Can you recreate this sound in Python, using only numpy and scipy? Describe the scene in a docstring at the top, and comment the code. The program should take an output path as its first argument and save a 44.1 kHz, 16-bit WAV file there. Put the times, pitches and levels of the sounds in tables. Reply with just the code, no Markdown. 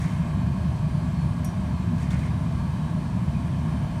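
"""A gas furnace roars steadily in a glass workshop as its swirling flame booms in the chamber.
Air from its blower and extraction hood rushes through ducts and hisses at the openings, and the
blower motor adds a thin, squeaky whine. A steel hand tool clinks. Shoes scuff and knock on the
concrete floor, grit ticks under them, and later something rings faintly. Hard walls give these
brief sounds a short echo."""
import sys
import numpy as np
from scipy import signal
from scipy.fft import rfft, irfft, next_fast_len
from scipy.io import wavfile
from scipy.ndimage import map_coordinates

SR = 44100
rng = np.random.default_rng(int(sys.argv[2]) if len(sys.argv) > 2 else 0)


def to_wav(sig):
    """Store sig (one row per channel, or 1-D mono) as 16-bit WAV at the path in sys.argv[1].

    Samples outside -1..1 are clipped; the rate is SR.
    """
    pcm = np.clip(np.atleast_2d(sig), -1, 1) * 32767
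    pcm = np.round(pcm).astype(np.int16)
    wavfile.write(sys.argv[1], SR, pcm.T)  # frames by channels


N = 176400  # 4 seconds

# The deep tone of the flame (frequency [Hz], relative level [dB])
FLAME_TONE = [(15, -26), (25, -42), (40, -18.5), (55, -8.5), (65, -8.5), (75, 1.5), (88, -7.5), (102, -2.5),
              (128, -2.5), (152, 0.5), (185, -2), (214, -12), (234, -8), (280, -20), (315, -21), (360, -25),
              (420, -33.5), (510, -32.5), (550, -36), (750, -67)]


def furnace():
    """A swirling flame booms in the furnace chamber, with a slight flutter."""
    level_db = -24.5 + 0.5 * wobble(rate=8.74)
    return amp(level_db) * noise(FLAME_TONE)


# The tone of air in the hood and ducts (frequency [Hz], relative level [dB])
DUCT_TONE = [(320, -40), (555, -15), (600, 2.5), (705, 1), (765, -5), (820, -4.5), (920, 1.5), (985, -2),
             (1070, 0.5), (1150, -1), (1180, -11), (1250, -9.5), (1490, -11.5), (1640, -6.5), (1850, -14.5),
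             (2040, -15.5), (2140, -11), (2220, -16), (2450, -11.5), (2700, -18.5), (2890, -19),
             (3080, -14), (3330, -21.5), (3600, -27.5), (4550, -51)]
# How the rush of air swells and eases (time [s], level change [dB])
DRAUGHT = [(0, 1), (.7, -0.1), (1.4, 0.16), (2.1, 0.1), (2.8, 0), (3.4, 0), (3.85, 1.5), (4, .5)]
# Evenly spaced peaks and dips that the blower puts in that tone (frequency [Hz], depth [dB])
BLOWER_RIPPLE = [(500, 15.5), (620, 0), (850, -1.2), (1080, 4.5), (1170, -6.5), (1400, 2)]
# The tone of the hiss at the openings (frequency [Hz], relative level [dB])
HISS_TONE = [(2500, -33), (3300, -5.5), (3550, -1.5), (4500, -2.5), (4950, -6), (5800, -4.5), (7000, -8.5),
             (8000, -8.5), (9700, -9.5), (10350, -18), (12000, -16.5), (14000, -21), (15700, -25)]


def ventilation():
    """Air, stirred once per turn of the blower, rushes through ringing ducts and hisses out."""
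    turns_per_s = 35.6

    def ripple(hz):
        """Lift the tone at each multiple of the turning rate, or lower it if the depth is negative."""
        return amp(along(BLOWER_RIPPLE, hz) * np.cos(2 * np.pi * hz / turns_per_s))

    air = unit(filtered(noise(DUCT_TONE), ripple))
    draught_db = np.interp(clock(), *np.transpose(DRAUGHT))
    rush = amp(-42.5 + draught_db + 0.19 * wobble(rate=12)) * air
    hiss = amp(-57.5 + 0.3 * wobble(rate=4.45)) * noise(HISS_TONE)
    return rush + hiss


# Pairs of thin notes in the whine (multiple of the base pitch, lower note [dB], upper note [dB])
WHINE_PAIRS = [(9, -79, -74), (10, -74, -73.5), (11, -73.5, -74.5), (12, -81, -78), (18, -77.5, -77),
               (19, -78, -75.5), (21, -77, -75.5), (22, -78.5, -78.5), (23, -79, -77), (24, -88, -85),
               (32, -87, -95)]
# Moments when one note squeaks (peak time [s], pitch [Hz], half length [s], level [dB])
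SQUEAKS = [(.27, 8037, .06, -67), (.33, 3872, .15, -66), (.6, 8037, .06, -69.5), (.92, 4722, .13, -66.5),
           (.94, 9304, .06, -67.5), (1.02, 4200, .09, -65), (1.1, 7603, .07, -67.5),
           (1.21, 4297, .065, -59), (1.6, 8037, .06, -68.5), (1.76, 4297, .08, -63),
           (1.8, 7603, .07, -68.5), (2.62, 4297, .11, -64), (2.83, 3872, .13, -63),
           (3.01, 8125, .06, -67.5), (3.66, 8125, .07, -66.5), (3.97, 8125, .06, -65)]


def blower_motor():
    """The motor whines: thin notes drift in pitch together, and now and then one swells to a squeak."""
    t, out = clock(), np.zeros(N)
    base_hz = 425.3 * (1 + 0.0011 * wobble(rate=6))
    offset_hz, jitter_hz = 44, 5
    for multiple, lower_db, upper_db in WHINE_PAIRS:
        for side, db in ((-1.2, lower_db), (1, upper_db)):  # just below and just above the multiple
            hz = multiple * base_hz + side * offset_hz + jitter_hz * wobble(rate=40)
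            flicker_db = 5.5 * np.minimum(wobble(rate=0.6 * multiple), 1.2)  # faster for high notes
            gain = amp(db) * unit(amp(flicker_db))
            for peak_s, squeak_hz, half_length, peak_db in SQUEAKS:
                if abs(squeak_hz - hz.mean()) < offset_hz:
                    swell = amp(peak_db) * np.exp(-((t - peak_s) / half_length) ** 2)
                    gain = np.maximum(gain, swell)
            phase = 2 * np.pi * np.cumsum(hz) / SR
            out += gain * np.sqrt(2) * np.sin(phase)
    return out


# Steel hitting steel, twice in quick succession (time [s], level [dB])
CLINKS = [(1.4464, -42.5), (1.4497, -44.5)]
# The notes the tool rings with (pitch [Hz], relative level [dB], time to fade by 60 dB [s])
STEEL_NOTES = [(5350, -18, .08), (5733, -13.5, .12), (5900, -17, .07), (6013, -17, .15), (6630, -21, .16),
               (7014, -22, .15), (7897, -15, .11), (8479, -15, .11), (9400, -2, .02), (9750, -1, .018),
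               (11620, 3, .012), (11950, -1, .01), (12280, -1, .014), (13760, -12, .03), (15400, -13, .02)]
# The tone of the sharp crack of each hit (frequency [Hz], relative level [dB])
CRACK_TONE = [(4000, -30), (5300, 0), (8000, 6), (9600, -2), (10700, -31), (11700, -10), (13000, -14),
              (15700, -10)]


def tool_clinks():
    """Steel chatters against steel: each hit makes a crack and sets the tool ringing."""
    t, out = clock(), np.zeros(N)
    for start, db in CLINKS:
        ring = np.zeros(N)
        for hz, note_db, fade_s in STEEL_NOTES:
            note = np.sin(2 * np.pi * (hz * t + rng.random()))
            ring += amp(note_db) * decay(start, fade_s) * note
        crack = amp(3) * decay(start, fade_s=0.009) * noise(CRACK_TONE)
        out += amp(db) * (ring + crack)
    return out + wall_echo(out)


# Soles sliding on the floor (peak time [s], rise [s], fall [s], rub level [dB], grit level [dB])
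SCUFFS = [(.01, 0.035, 0.14, -48, -54.5), (2.025, 0.031, 0.028, -50, -56.5),
          (2.125, 0.021, 0.059, -48, -57), (2.245, 0.043, 0.02, -53, -65)]
# The tone of a rubbing sole (frequency [Hz], relative level [dB])
RUB_TONE = [(700, -46), (1400, -3), (1900, 1.5), (2500, -3.5), (2800, -11), (4500, -17), (8000, -41)]
# The tone of grit crackling under it (frequency [Hz], relative level [dB])
GRIT_TONE = [(2500, -18), (4000, -14), (6000, -1.5), (7800, -5), (8650, -2.5), (9300, -5), (10500, -10),
             (15700, -24)]
# Shoes landing on the floor (time [s], level [dB])
KNOCKS = [(1.982, -52), (2.1057, -44.5), (2.1935, -50), (2.2574, -54)]
# The tone of each landing (frequency [Hz], relative level [dB])
KNOCK_TONE = [(500, -4), (2000, 6), (2900, -5), (3500, 3), (4400, -2), (7000, -3), (9500, -7), (12000, -13),
              (15700, -26)]


def shoes():
    """Soles rub over gritty concrete and land with light knocks."""
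    t, out = clock(), np.zeros(N)
    rub = noise(RUB_TONE)
    grit = crackle(GRIT_TONE, hits_per_s=900, spread_db=0.5)
    for peak_s, rise_s, fall_s, rub_db, grit_db in SCUFFS:
        rising = np.exp(-((t - peak_s) / rise_s) ** 2)
        falling = np.exp(-np.abs(t - peak_s) / fall_s)
        stroke = np.where(t < peak_s, rising, falling)
        out += stroke * (amp(rub_db) * rub + amp(grit_db) * grit)
    knock = noise(KNOCK_TONE)
    for start, db in KNOCKS:
        out += amp(db) * decay(start, fade_s=0.08) * knock
    return out + amp(-1.5) * wall_echo(out)


def crackle(tone, hits_per_s, spread_db):
    """Many tiny hits of random size blend into a crackle with the given tone."""
    hits = rng.random(N) < hits_per_s / SR
    signs = rng.choice([-1, 1], N)
    sizes = amp(spread_db * rng.standard_normal(N))
    lowest_hz = tone[0][0]
    return unit(filtered(hits * signs * sizes, lambda hz: amp(along(tone, hz)) * (hz > lowest_hz)))


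# Small, hard touches, one note each (time [s], pitch [Hz], time to fade by 60 dB [s], level [dB])
TICKS = [(2.024, 8650, .035, -49), (2.1075, 3530, .03, -38.5), (2.127, 8550, .03, -50),
         (2.258, 8600, .03, -50), (3.348, 2470, .16, -47), (3.364, 2430, .06, -43)]


def small_ticks():
    """Grit ticks under the shoes, a knock rings briefly, and later something rings faintly."""
    t, out = clock(), np.zeros(N)
    rise_s = 0.001
    for start, hz, fade_s, db in TICKS:
        rise = np.clip((t - start) / rise_s, 0, 1)
        note = np.sin(2 * np.pi * hz * (t - start))
        out += amp(db) * rise * decay(start, fade_s) * note
    return out + amp(-8) * wall_echo(out)


# How long the echo lasts (frequency [Hz], time to fade by 60 dB [s])
ECHO_FADE = [(200, .6), (2000, .5), (6000, .22), (10000, .17), (15000, .14)]
# How strongly the walls send sound back (frequency [Hz], relative level [dB])
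ECHO_TONE = [(3000, 0), (9800, 0), (11500, -5.5), (15000, -2)]


def wall_echo(x):
    """Sound bounces between hard walls; the highest part is weaker and dies first."""
    hz, t, bands = signal.stft(rng.standard_normal(SR // 2), SR, nperseg=256)
    fade = np.exp(-np.log(1000) * t / along(ECHO_FADE, hz)[:, None])
    tail = signal.istft(bands * fade, SR)[1]
    echo = signal.fftconvolve(x, tail / np.linalg.norm(tail))[:N]
    return filtered(echo, lambda hz: amp(along(ECHO_TONE, hz)))


def amp(db):
    """Turn decibels into a number to multiply by."""
    return 10 ** (np.asarray(db) / 20)


def unit(x):
    """Scale a signal to an average strength (rms) of 1."""
    return x / np.sqrt(np.mean(x ** 2) + 1e-20)


def along(points, hz):
    """Read between the rows of a (frequency [Hz], value) table, on a log frequency scale."""
    frequencies, values = np.transpose(points)
    return np.interp(np.log(hz + 1), np.log(frequencies + 1), values)


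def clock():
    """The time of each sample in seconds."""
    return np.arange(N) / SR


def wobble(rate):
    """A smooth curve through `rate` random values a second."""
    return map_coordinates(rng.standard_normal(N // 10), [clock() * rate + 2])


def filtered(x, gain_at):
    """Turn each frequency in x up or down by gain_at(hz)."""
    size = next_fast_len(N + SR // 2)
    hz = np.fft.rfftfreq(size, 1 / SR)
    return irfft(rfft(x, size) * gain_at(hz), size)[:N]


def noise(tone):
    """Noise of strength 1, shaped by a tone table and silent beyond the table's ends."""
    hz = np.fft.rfftfreq(N, 1 / SR)
    inside = (hz > tone[0][0]) & (hz < tone[-1][0])
    white = rfft(rng.standard_normal(N))
    return unit(irfft(white * amp(along(tone, hz)) * inside, N))


def decay(start, fade_s):
    """A loudness curve that jumps up at start, then falls 60 dB in fade_s seconds."""
    age = clock() - start
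    return (age >= 0) * np.exp(-np.log(1000) * np.abs(age) / fade_s)


def scene():
    """Everything heard from one spot in the workshop, in one channel."""
    return (furnace() + ventilation() + blower_motor() + tool_clinks() + small_ticks() + shoes())[None]


def record(dry):
    """Cut away the very highest treble."""
    top_hz = 15780
    return np.array([filtered(x, lambda hz: hz < top_hz) for x in dry])


dry = scene()
out = record(dry)
to_wav(out)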